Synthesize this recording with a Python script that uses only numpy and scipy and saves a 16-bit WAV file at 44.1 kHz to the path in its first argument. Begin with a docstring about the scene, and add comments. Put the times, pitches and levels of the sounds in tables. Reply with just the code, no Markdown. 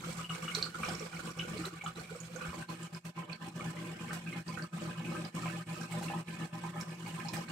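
"""Water returning to a fish tank indoors, heard close by: bubbles of all sizes slosh, gurgle and fizz.
Each bubble is a decaying resonance; single plops, gulps, drips and spits of spray stand out,
and the tank, the air under the hood and the outlet ring with them.
Behind the water two pumps hum at slightly different speeds and beat about eight times a second.
A noise gate lowers low levels, as at troughs of the beat; further brief dips lower the water and the hum."""
import sys
import numpy as np
from scipy import signal
from scipy.fft import rfft, irfft, next_fast_len
from scipy.io import wavfile
from scipy.ndimage import uniform_filter1d

SR = 44100
rng = np.random.default_rng(int(sys.argv[2]) if len(sys.argv) > 2 else 0)


def waveform_to_disk(signal):
    """Save audio, clipped to [-1, 1], as 16-bit WAV at the path in sys.argv[1]."""
    frames = np.transpose(np.atleast_2d(signal))
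    scaled = np.clip(frames, -1, 1) * 32767
    samples = np.round(scaled).astype(np.int16)
    wavfile.write(sys.argv[1], SR, samples)


N = 331191
TIME = np.arange(N) / SR


def from_db(db):
    """Logarithmic level: decibels to amplitude gain."""
    return 10 ** (np.asarray(db) / 20)


def rms_one(x):
    """Normalisation by power: the mean of the channels gets rms 1."""
    return x / np.sqrt(np.mean(np.atleast_2d(x).mean(0) ** 2) + 1e-20)


def in_time(rows):
    """Linear interpolation: each column of a curve at every sample."""
    seconds, *columns = np.transpose(rows)
    return [np.interp(TIME, seconds, column) for column in columns]


def pan(db):
    """Level difference between the sides (positive is left), as gains with a mean of 1."""
    gains = from_db(np.array([[.5], [-.5]]) * db)
    return gains / gains.mean(0)


def colour(x, spectrum, balance=((1000, 0),)):
    """Linear filtering by spectrum: a smooth equaliser and a left-right balance, both by frequency."""
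    size = next_fast_len(N + 4096, real=True)
    log_hz = np.log(np.maximum(np.arange(size // 2 + 1) * SR / size, 1))

    def curve(points):
        hz, db = np.array(points).T
        return np.interp(log_hz, np.log(hz), db)
    gain = from_db(curve(spectrum)) * pan(curve(balance))
    return irfft(rfft(x, size) * gain, size)[:, :N]


def drift(rate):
    """Low-passed noise: random wandering with rms 1; rate is the corner of both poles in Hz."""
    step = 40   # samples between the computed points
    r = np.exp(-2 * np.pi * rate * step / SR)
    noise = rng.standard_normal(N // step + 2002)
    slow = signal.lfilter([1], [1, -2 * r, r * r], noise)[2000:]   # skip the settling
    return np.interp(np.arange(N) / step, np.arange(len(slow)), rms_one(slow))


def resonate(x, hz, width):
    """Damped resonance: a band of the given width in Hz, with gain 1 on top."""
    r = np.exp(-np.pi * width / SR)
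    feedback = [1, -2 * r * np.cos(2 * np.pi * hz / SR), r * r]
    return signal.lfilter(np.array([1, 0, -1]) * (1 - r * r) / 2, feedback, x + 1e-18)


def body(x, modes, direct):
    """Modal superposition: a share of direct sound plus the ringing of the modes."""
    return direct * x + sum(from_db(db) * resonate(x, hz, width) for hz, width, db in modes)


HOOD_T60_S = 0.2


def hood(x, wet_db):
    """Diffuse reverberation: dense reflections between water, glass and hood, different at each side."""
    t = TIME[:SR // 4]
    decay = from_db(-60 * t / HOOD_T60_S) * (t > .002)
    echoes = rng.standard_normal((2, len(t))) * decay
    echoes /= np.sqrt(np.sum(echoes ** 2, axis=1, keepdims=True))
    return x + from_db(wet_db) * signal.fftconvolve(np.atleast_2d(x), echoes, axes=1)[:, :N]


# The flow moves from splashing at the surface to gurgling deeper under the hood.
# Each row: time in seconds, share of deep sound from 0 to 1.
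DEPTH = [(0, 0), (2.35, 0), (2.65, 0.92), (7.5, 1)]
# Resonances of the air under the hood for bursts at the surface, then for deep ones.
# Each row: frequency in Hz, width in Hz, gain in dB.
SPLASH_MODES = [(450, 85, 0), (510, 22, 3.5), (610, 22, -16), (775, 65, -4.5), (1020, 19, -4),
                (1150, 78, -2), (1250, 64, -3.5), (1373, 31, -7), (1450, 39, 0), (1560, 21, -21),
                (2268, 177, -3), (2444, 310, -16.5), (2890, 72, -6.5), (3250, 94, -10)]
GURGLE_MODES = [(504, 77, -7.5), (596.4, 25, 3.5), (745, 41, -9.5), (809, 32, 1.5), (944, 23, -6),
                (1020, 25.5, 3.5), (1156, 53, -11), (1250, 36, 0), (1558, 38, 0), (1740, 56, -4.5),
                (2224, 46, -2.5), (2477, 133, -4.5), (2825, 130, -8.5), (3320, 50, -15)]


def air_space(x, direct):
    """Cavity resonance: the air under the hood rings with modes set by how deep the bubbles burst."""
    deep = np.clip(in_time(DEPTH)[0], 0, 1)
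    splash = body(x, SPLASH_MODES, direct)
    gurgling = body(x, GURGLE_MODES, direct)
    return np.sqrt(1 - deep) * splash + np.sqrt(deep) * gurgling   # equal-power crossfade


ARRIVAL_SPREAD_S = .00025   # bubbles burst all over the surface: largest time difference of the sides


def bubbles(per_s, spread_db, clump_db, low_hz, high_hz, cycles, count=22):
    """Random impulses exciting resonances: clumped bubbles, each swelling and ringing at its own pitch."""
    born = np.flatnonzero(rng.random(N) < per_s * from_db(clump_db * drift(14)) / SR)
    size, sign, pitch, place = rng.random((len(born), 4)).T
    sizes = from_db(spread_db * np.minimum(-np.log(1 - size), 3.5)) * np.sign(sign - .5)
    delay = np.round((2 * place - 1) * ARRIVAL_SPREAD_S * SR).astype(int)
    at_right = np.clip(born + delay, 0, N - 1)
    out = np.zeros((2, N))
    for k, hz in enumerate(np.geomspace(low_hz, high_hz, count)):
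        mine = (pitch * count).astype(int) == k
        clicks = np.zeros((2, N))
        clicks[0, born[mine]] = sizes[mine]
        clicks[1, at_right[mine]] = sizes[mine]
        width = np.log(1000) / np.pi * hz / cycles   # each resonance falls 60 dB in these cycles
        out += resonate(resonate(clicks, hz, width), hz, width)   # twice: a round onset without a click
    return rms_one(out)


def single_bubbles(rows, swell_s, glide, snap):
    """Bubble oscillation: each swells, rings and dies with rising pitch; the torn film snaps as noise."""
    out, t = np.zeros((2, N + SR)), TIME[:SR // 6]
    shape = (t / swell_s) ** 2 * np.exp(-2 * t / swell_s)   # loudest after swell_s
    for s, db, hz, side_db in rows:
        pitch = hz * (1 + glide * (np.tanh(t / swell_s / 2) - .5))
        band = signal.butter(3, [hz * .85, min(hz * 1.3, SR / 3)], "band", fs=SR, output="sos")
        film = rms_one(signal.sosfilt(band, rng.standard_normal(len(t))))
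        tone = np.sin(2 * np.pi * np.cumsum(pitch) / SR)
        ring = shape * (tone + snap * film)
        start = max(round(s * SR), 0)
        out[:, start:start + len(t)] += from_db(db) * pan(side_db) * ring / np.abs(ring).max()
    return out[:, :N]


def blips(per_s, low_hz, high_hz, spread_db, swell_s):
    """Random scatter of bubble oscillations: clear pitches of random size and place."""
    when, size, pitch, place = rng.random((int(per_s * N / SR), 4)).T
    hz = low_hz * (high_hz / low_hz) ** pitch
    rows = np.c_[when * N / SR, spread_db * size, hz, 10 * (place - .5)]
    return rms_one(single_bubbles(rows, swell_s, glide=0.13, snap=0.11))


def crackle(per_s, spread_db):
    """Random impulse noise: sharp ticks of the finest droplets, uneven in size."""
    sizes = from_db(spread_db * np.minimum(rng.exponential(1, N), 4)) * rng.choice([-1, 1], N)
    return rms_one(sizes * (rng.random(N) < per_s / SR))


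# Slow course of the pump hum. Each row: time in seconds, level in dB before the overall trim.
HUM = [(0, -47), (.85, -50), (1.15, -52), (1.55, -48), (2.2, -51.5), (2.55, -48), (3.45, -48.5),
       (3.73, -43.5), (3.97, -49), (4.2, -46.5), (4.65, -46.5), (5.0, -44.5), (5.45, -44.5), (7.5, -46.5)]
# Mains buzz of the motors. Each row: multiple of the mains frequency, level in dB against the main rotor.
BUZZ = [(2, -12), (3, -12), (6, -17.5), (17, -31), (26, -31)]
MAIN_PUMP_HZ, SECOND_PUMP_HZ, MAINS_HZ = 168.86, 160.503, 60.01
IN_STEP_S = .083   # a moment when the unslipped tones coincide
ROTOR_SLIP = .3   # rms waver of the rotors' phase in radians


def pumps(level_db=2.0, second_db=-4.5, flutter_db=1.5):
    """Beating of two near tones: rotors wavering under their load, over the mains buzz."""
    def tone(hz, slip=0):
        return np.sqrt(2) * np.cos(2 * np.pi * hz * (TIME - IN_STEP_S) + slip)
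    slip = ROTOR_SLIP * drift(5.2)   # shared by both rotors
    rotors = tone(MAIN_PUMP_HZ, slip) + from_db(second_db) * tone(SECOND_PUMP_HZ, slip)
    buzz = sum(from_db(db + 1.86 * drift(5.2)) * tone(round(k) * MAINS_HZ) for k, db in BUZZ)
    hum_db = in_time(HUM)[0] + level_db + flutter_db * drift(8.9)
    return from_db(hum_db) * (rotors + buzz) * pan(0.87)


# Resonances of the outlet. Each row: frequency in Hz, width in Hz, gain in dB.
OUTLET_MODES = [(3410, 200, -2), (4020, 320, -2), (4380, 470, -7.5), (5520, 71, -4.5), (7510, 76, -3.5)]
# Spectrum of the spray. Each row: frequency in Hz, gain in dB.
FIZZ_SPECTRUM = [(2200, 1.5), (3400, -8.5), (4200, -9), (5200, -6.5), (6500, -6.5), (7500, -4.5),
                 (8600, -4.5), (9500, -9.5), (12000, -9), (15500, -18)]
# Place of the spray. Each row: frequency in Hz, left minus right in dB.
FIZZ_BALANCE = [(2500, -2.5), (4200, -5), (5500, -11.5), (8000, -13.5), (10000, -13), (11500, -5.5),
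                (15000, -6.5)]


def at_outlet(x):
    """Resonance and level difference: colour and place of the spray at the outlet on the right."""
    return colour(body(x, OUTLET_MODES, direct=1), FIZZ_SPECTRUM, FIZZ_BALANCE)


# The outlet spits a pinch of spray.
# Each row: start in seconds, peak in dB of the shower's envelope before hood, outlet and trim.
SPITS = [(.122, -53), (.548, -43.5), (.597, -49), (1.654, -45.5), (2.685, -64), (3.047, -53), (3.072, -61),
         (4.129, -45.5), (5.906, -52), (6.025, -44), (6.8, -49), (7.072, -47.5), (7.333, -41.5)]
SPIT_S = 0.0044   # time a spit takes to peak


def spits():
    """Impulse noise under an envelope: each spit is a quick shower of droplets that thins out."""
    strength = np.zeros(N)
    for s, db in SPITS:
        age = np.clip((TIME - s) / SPIT_S, 0, 20)
        strength += from_db(db) * age * np.exp(1 - age)
    shower = strength * crackle(per_s=4600, spread_db=6.0)
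    return from_db(4.5) * at_outlet(hood(shower, wet_db=3.5))


# The loudest drips, each trapping a tiny bubble. Each row: start in seconds, peak in dB of the bare
# bubble before the outlet, hood and trim, middle pitch in Hz, left minus right in dB.
DRIPS = [(0.5488, -25, 4220, -6), (0.5476, -27, 5860, -18), (0.585, -39, 4640, -10),
         (0.6248, -22.5, 4470, -7.5), (0.848, -43, 5540, -15), (0.8864, -36, 5200, -12),
         (0.9494, -37, 5500, -18), (0.9944, -34.5, 5520, -16), (1.304, -44, 5560, -13),
         (1.387, -41.5, 5600, -13), (1.579, -41.5, 4340, -6), (1.652, -39, 3980, -3),
         (1.84, -41.5, 6900, -13), (1.861, -35.5, 2970, -2), (1.955, -46, 3900, -5), (1.995, -46, 4360, -8),
         (2.2009, -33, 6760, -16), (2.359, -37, 6430, -15), (2.686, -45, 4280, -8), (2.704, -53, 4260, -4),
         (2.829, -37.5, 7310, -20), (2.947, -41, 5040, -18), (3.3282, -40.5, 4380, -17),
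         (3.705, -42.5, 7900, -20), (4.4792, -41, 4800, -14), (4.6218, -39, 4560, -11),
         (5.2482, -40.5, 4800, -14), (5.811, -42.5, 5600, -18), (5.923, -40.5, 7700, -20),
         (6.041, -47, 4350, -13), (6.8095, -34, 5520, -11), (7.255, -49, 4300, -6),
         (7.284, -34.5, 5240, -24), (7.288, -44.5, 4100, -9), (7.366, -39.5, 5020, -12),
         (7.484, -47, 4430, -9)]


def drips():
    """Oscillation of trapped bubbles: drops fall near the outlet with a short, bright clack."""
    rings = single_bubbles(DRIPS, swell_s=0.0024, glide=0.14, snap=0.45)
    return from_db(1.5) * hood(body(rings, OUTLET_MODES, direct=0.74), wet_db=-3.5)


# Big gulps of air. Each row: start in seconds, peak in dB, middle pitch in Hz, left minus right in dB.
GULPS = [(.08, -42.5, 509, -5), (.565, -38, 430, -4), (.785, -48, 514, 0), (.875, -52, 350, -3),
         (.885, -45, 83.5, 1), (.925, -43, 450, 2), (1.015, -39.5, 421, 3), (1.545, -38.5, 428, -3),
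         (1.585, -35, 322, -3), (1.66, -38.5, 381, 1), (1.72, -41, 325, 0), (1.97, -41.5, 452, -5),
         (2.105, -41, 433, -6), (2.145, -40.5, 480, -3), (2.21, -48, 510, -4), (2.29, -43, 512, -12),
         (2.35, -39, 502, -9), (2.44, -45.5, 517, -4), (2.475, -43, 73, 2)]


def gulps():
    """Low bubble oscillation: big gulps of air swell slowly and hardly glide."""
    return single_bubbles(GULPS, swell_s=0.013, glide=0.012, snap=0.27)


# The loudest large bubbles bursting. Each row: start in seconds, peak in dB of the bare bubble
# before the air space, hood and trim, middle pitch in Hz, left minus right in dB.
PLOPS = [(0.037, -33.5, 1338, 0), (0.191, -37, 1246, 4), (0.243, -30.5, 2890, 1), (0.293, -28.5, 2850, 3),
         (0.303, -34.5, 1260, 2), (0.348, -35.5, 2230, 4), (0.478, -31, 1370, 4), (0.48, -30.5, 2860, 3),
         (0.515, -34, 2160, -9), (0.661, -35.5, 1380, -3), (0.744, -31.5, 1370, -1), (0.831, -27, 1255, -1),
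         (0.833, -28, 2360, -1), (0.884, -32, 726, -1), (1.122, -38.5, 2390, -1), (1.128, -39.5, 1450, -12),
         (1.192, -34, 1420, -8), (1.393, -25.5, 2945, -2), (1.639, -34.5, 1347, -4), (1.81, -32, 2250, -3),
         (1.837, -33, 780, 1), (1.86, -30, 1285, -3), (2.039, -41, 2350, -3), (2.093, -38, 1450, -11),
         (2.148, -41, 1310, -4), (2.36, -39, 1450, -9), (2.384, -50, 2440, 2), (2.408, -36, 1430, -6),
         (2.409, -40, 2490, -9), (2.412, -42, 1170, 5), (2.424, -44, 1360, -3), (2.449, -35, 1450, -3),
         (2.529, -38.5, 1070, -6), (2.622, -37, 1500, 1), (2.688, -38, 1020, -7), (3.044, -46.5, 1190, -6),
         (3.175, -37.5, 1020, -7), (3.295, -40, 2390, -24), (3.414, -42.5, 1020, -5),
         (3.596, -35.5, 1190, 0), (3.607, -37.5, 2260, -19), (3.768, -38, 2020, 11), (3.99, -38, 2440, -6),
         (4.08, -40.5, 2200, -17), (4.107, -31, 1460, 0), (4.272, -36, 2490, -17), (4.326, -33, 2080, -4),
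         (4.358, -43, 830, 5), (4.573, -31.5, 1450, -10), (4.592, -35.5, 1560, 3), (4.64, -41, 1250, -2),
         (4.908, -38.5, 1560, 0), (5.046, -35, 2500, -7), (5.118, -40, 1220, -5), (5.148, -34.5, 1250, 0),
         (5.16, -47, 1560, 1), (5.368, -36.5, 1070, 1), (5.431, -36, 1260, -1), (5.455, -35, 1020, -3),
         (5.456, -36.5, 2300, -4), (5.457, -36, 726, 0), (5.478, -39, 2550, -12), (5.497, -37, 1460, -7),
         (5.811, -38.5, 1590, -2), (5.92, -37.5, 2200, -12), (5.939, -40, 770, -3), (6.011, -37, 760, 0),
         (6.082, -35, 2700, 4), (6.099, -34.5, 800, -4), (6.134, -32, 870, 1), (6.281, -38, 2300, -18),
         (6.637, -34, 930, -16), (6.756, -40.5, 830, 1), (7.06, -37.5, 2430, -7), (7.068, -42, 856, -3),
         (7.177, -37, 1020, -9), (7.198, -39, 2440, -6), (7.202, -36.5, 1690, -13), (7.248, -39, 778, 4),
         (7.285, -38.5, 930, -10), (7.335, -34, 1780, 1), (7.336, -36, 2400, -3), (7.359, -37.5, 1570, -12),
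         (7.371, -38, 783, 1), (7.48, -36.5, 1560, -1)]


def plops():
    """Bubble oscillation exciting a cavity: large bubbles burst at the surface and ring the hood."""
    bursts = single_bubbles(PLOPS, swell_s=0.0027, glide=0.09, snap=0.35)
    return from_db(0.5) * hood(air_space(bursts, direct=0.44), wet_db=0.0)


# Resonances of the tank. Each row: frequency in Hz, width in Hz, gain in dB.
TANK_MODES = [(142.7, 22, 7), (219.8, 37, 6), (322, 12.5, 9.5), (340.5, 16, 6.5)]
# Spectra of the slosh and of the churn. Each row: frequency in Hz, relative gain in dB.
SLOSH_SPECTRUM = [(25, -30), (45, -17), (60, -6.5), (90, -3.5), (130, -9), (165, -5.5), (220, -1),
                  (300, -4.5), (420, -12), (520, -9.5), (750, -27)]
CHURN_SPECTRUM = [(25, -20), (45, -2), (60, 17), (90, 15), (130, -21), (220, -6)]


def slosh(churn_db=-13.0):
    """Forced modal vibration: big air pockets shake the tank; surface splashing adds a low churn."""
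    pockets = bubbles(per_s=600, spread_db=2.0, clump_db=2.5, low_hz=48.1, high_hz=650, cycles=5.94)
    shaken = body(pockets, TANK_MODES, direct=0.69)
    tank = rms_one(colour(hood(shaken, wet_db=-7.5), SLOSH_SPECTRUM))
    churn = rms_one(colour(hood(pockets, wet_db=-14), CHURN_SPECTRUM))
    at_surface = 1 - in_time(DEPTH)[0]
    return (tank + from_db(churn_db) * at_surface * churn) * pan(1.0)


# Spectrum of the gurgle. Each row: frequency in Hz, relative gain in dB.
GURGLE_SPECTRUM = [(250, -20), (430, -2), (800, -0.5), (1300, 1.5), (2350, 2), (3700, -2.5), (6000, 17.5)]


def gurgle():
    """Cavity excitation: middling bubbles in quick succession, with clear blips, ring the air under the hood."""
    pops = bubbles(per_s=1100, spread_db=2.8, clump_db=2.2, low_hz=370, high_hz=4000, cycles=18.0, count=30)
    clear = blips(per_s=120, low_hz=450, high_hz=3100, spread_db=10, swell_s=.0035)
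    ringing = hood(air_space(pops + clear, direct=0.16), wet_db=0.5)
    return rms_one(colour(ringing, GURGLE_SPECTRUM) * pan(-2.7))


def fizz(hiss_db=9.0, crackle_db=-3.5):
    """Dense random bursts: tiny bubbles tinkle and droplets crackle at the outlet, over a fine hiss."""
    pops = bubbles(per_s=2600, spread_db=5.0, clump_db=2.5, low_hz=2564, high_hz=9300, cycles=22.0)
    tinkle = from_db(-4) * blips(per_s=70, low_hz=3700, high_hz=9500, spread_db=12, swell_s=.002)
    ticks = from_db(crackle_db) * crackle(per_s=2600, spread_db=4.3)
    hiss = from_db(hiss_db) * rng.standard_normal((2, N))
    return rms_one(at_outlet(hood(pops + tinkle + ticks, wet_db=0.5) + hiss))


# The level of the water and the hum dips briefly.
# Each row: time of the dip's centre in seconds, depth in dB (negative is a rise).
DIPS = [(0.163, 2.5), (0.274, 6), (1.343, 2.5), (1.936, 4), (2.078, 1.5), (2.18, -1.5), (2.669, 9),
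        (2.774, 3), (2.901, 3), (3.024, 11.5), (3.135, 12.5), (3.256, 3.5), (3.388, 6.5), (3.534, 6),
        (4.442, 6), (4.705, 9), (5.322, 8.5), (5.651, 7.5), (6.247, 7), (6.51, 6), (7.462, 3)]


def level_dips(fall_s=0.026, return_s=0.02):
    """Amplitude modulation: the level sinks into each dip and returns abruptly."""
    gain_db = np.zeros(N)
    for s, depth_db in DIPS:
        before = ((TIME - s) / fall_s) ** 2
        after = ((TIME - s) / return_s) ** 4
        away = np.where(TIME < s, before, after)
        gain_db -= depth_db * np.exp(-np.minimum(away, 20))
    return from_db(gain_db)


# The water heaves up and falls back.
# Each row: time of the peak in seconds, rise of the slosh in dB.
SURGES = [(.88, 10), (1.6, 3), (2.0, 9), (2.38, 3), (2.75, 5.5), (3.65, 1.5), (4.12, 2), (5.15, 1),
          (5.48, 1.5), (6.05, 3.5), (7.33, 0.5)]
SURGE_S = 0.074   # time a surge takes to rise, and to fall (to 1/e of its dB)
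RIPPLE_DB, RIPPLES_PER_S = 1.58, 4.8   # small random unevenness of the flow: rms, corner in Hz


def heave():
    """Level modulation in dB: bell-shaped surges over small ripples."""
    surges = sum(db * np.exp(-np.minimum(((TIME - s) / SURGE_S) ** 2, 20)) for s, db in SURGES)
    return surges + RIPPLE_DB * drift(RIPPLES_PER_S)


# Strength of the return flow between surges. Each row: time in seconds, then the levels
# of slosh, gurgle and fizz in dB before their trims.
WATER = [(0, -49, -46, -52), (.2, -53, -44, -50.5), (.5, -55, -45.5, -51), (.75, -54, -46, -54),
         (1.15, -52.5, -45.5, -52), (1.55, -50, -46, -54), (1.9, -58, -48, -56.5),
         (2.25, -58, -52.5, -55.5), (2.6, -51.5, -48, -54), (3.06, -55, -50.5, -56.5),
         (3.25, -50, -45.5, -60), (3.5, -49.5, -48, -56), (5.15, -47.5, -47.5, -57), (5.65, -52, -47, -54),
         (6.05, -49.5, -47, -55), (6.75, -50.5, -47.5, -58), (7.5, -48, -46.5, -54)]
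GURGLE_FOLLOWS, FIZZ_FOLLOWS = 0.41, 0.4   # shares of the heave in dB
SPUTTER_DB, SPUTTERS_PER_S = 1.5, 63   # the fizz comes in quick spurts: rms, corner in Hz
FIZZ_IN_DIP, HUM_IN_DIP = .8, 1   # shares of a dip's depth in dB


def running_water(slosh_trim_db=0.0, gurgle_trim_db=-2.5, fizz_trim_db=-0.47):
    """Common modulation: slosh, gurgle and fizz swell in surges, sink in brief level dips; the fizz sputters."""
    slosh_db, gurgle_db, fizz_db = in_time(WATER)
    heave_db, dips = heave(), level_dips()
    slosh_db = slosh_db + slosh_trim_db + heave_db
    gurgle_db = gurgle_db + gurgle_trim_db + GURGLE_FOLLOWS * heave_db
    fizz_db = fizz_db + fizz_trim_db + FIZZ_FOLLOWS * heave_db + SPUTTER_DB * drift(SPUTTERS_PER_S)
    return (dips * from_db(slosh_db) * slosh()
            + dips * from_db(gurgle_db) * gurgle()
            + dips ** FIZZ_IN_DIP * from_db(fizz_db) * fizz())


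def scene():
    """Superposition of the pumps, the single bubbles, the spray and the running water."""
    hum = level_dips() ** HUM_IN_DIP * pumps()   # the hum dips in level as well
    return hum + spits() + drips() + gulps() + plops() + running_water()


def noise_gate(x, threshold_db=-39.5, slope=0.99, window_s=0.0081, lag_s=0.0052):
    """Downward expansion: the gain sinks, a little late, as the short-term level falls under the threshold."""
    power = uniform_filter1d(np.mean(x ** 2, axis=0), max(int(window_s * SR), 1))
    under_db = 10 * np.log10(np.abs(power) + 1e-12) - threshold_db
    gain_db = uniform_filter1d(np.clip(slope * under_db, -10, 0), size=400)   # 10 dB at most, smoothed
    return x * from_db(np.interp(TIME - lag_s, TIME, gain_db))


CUTOFF_HZ = 15750


def record(dry):
    """Expansion and band limiting: noise gate, then a steep cut of the top."""
    low_pass = signal.ellip(12, .1, 80, CUTOFF_HZ, fs=SR, output="sos")
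    return signal.sosfilt(low_pass, noise_gate(dry))


dry = scene()
out = record(dry)
waveform_to_disk(out)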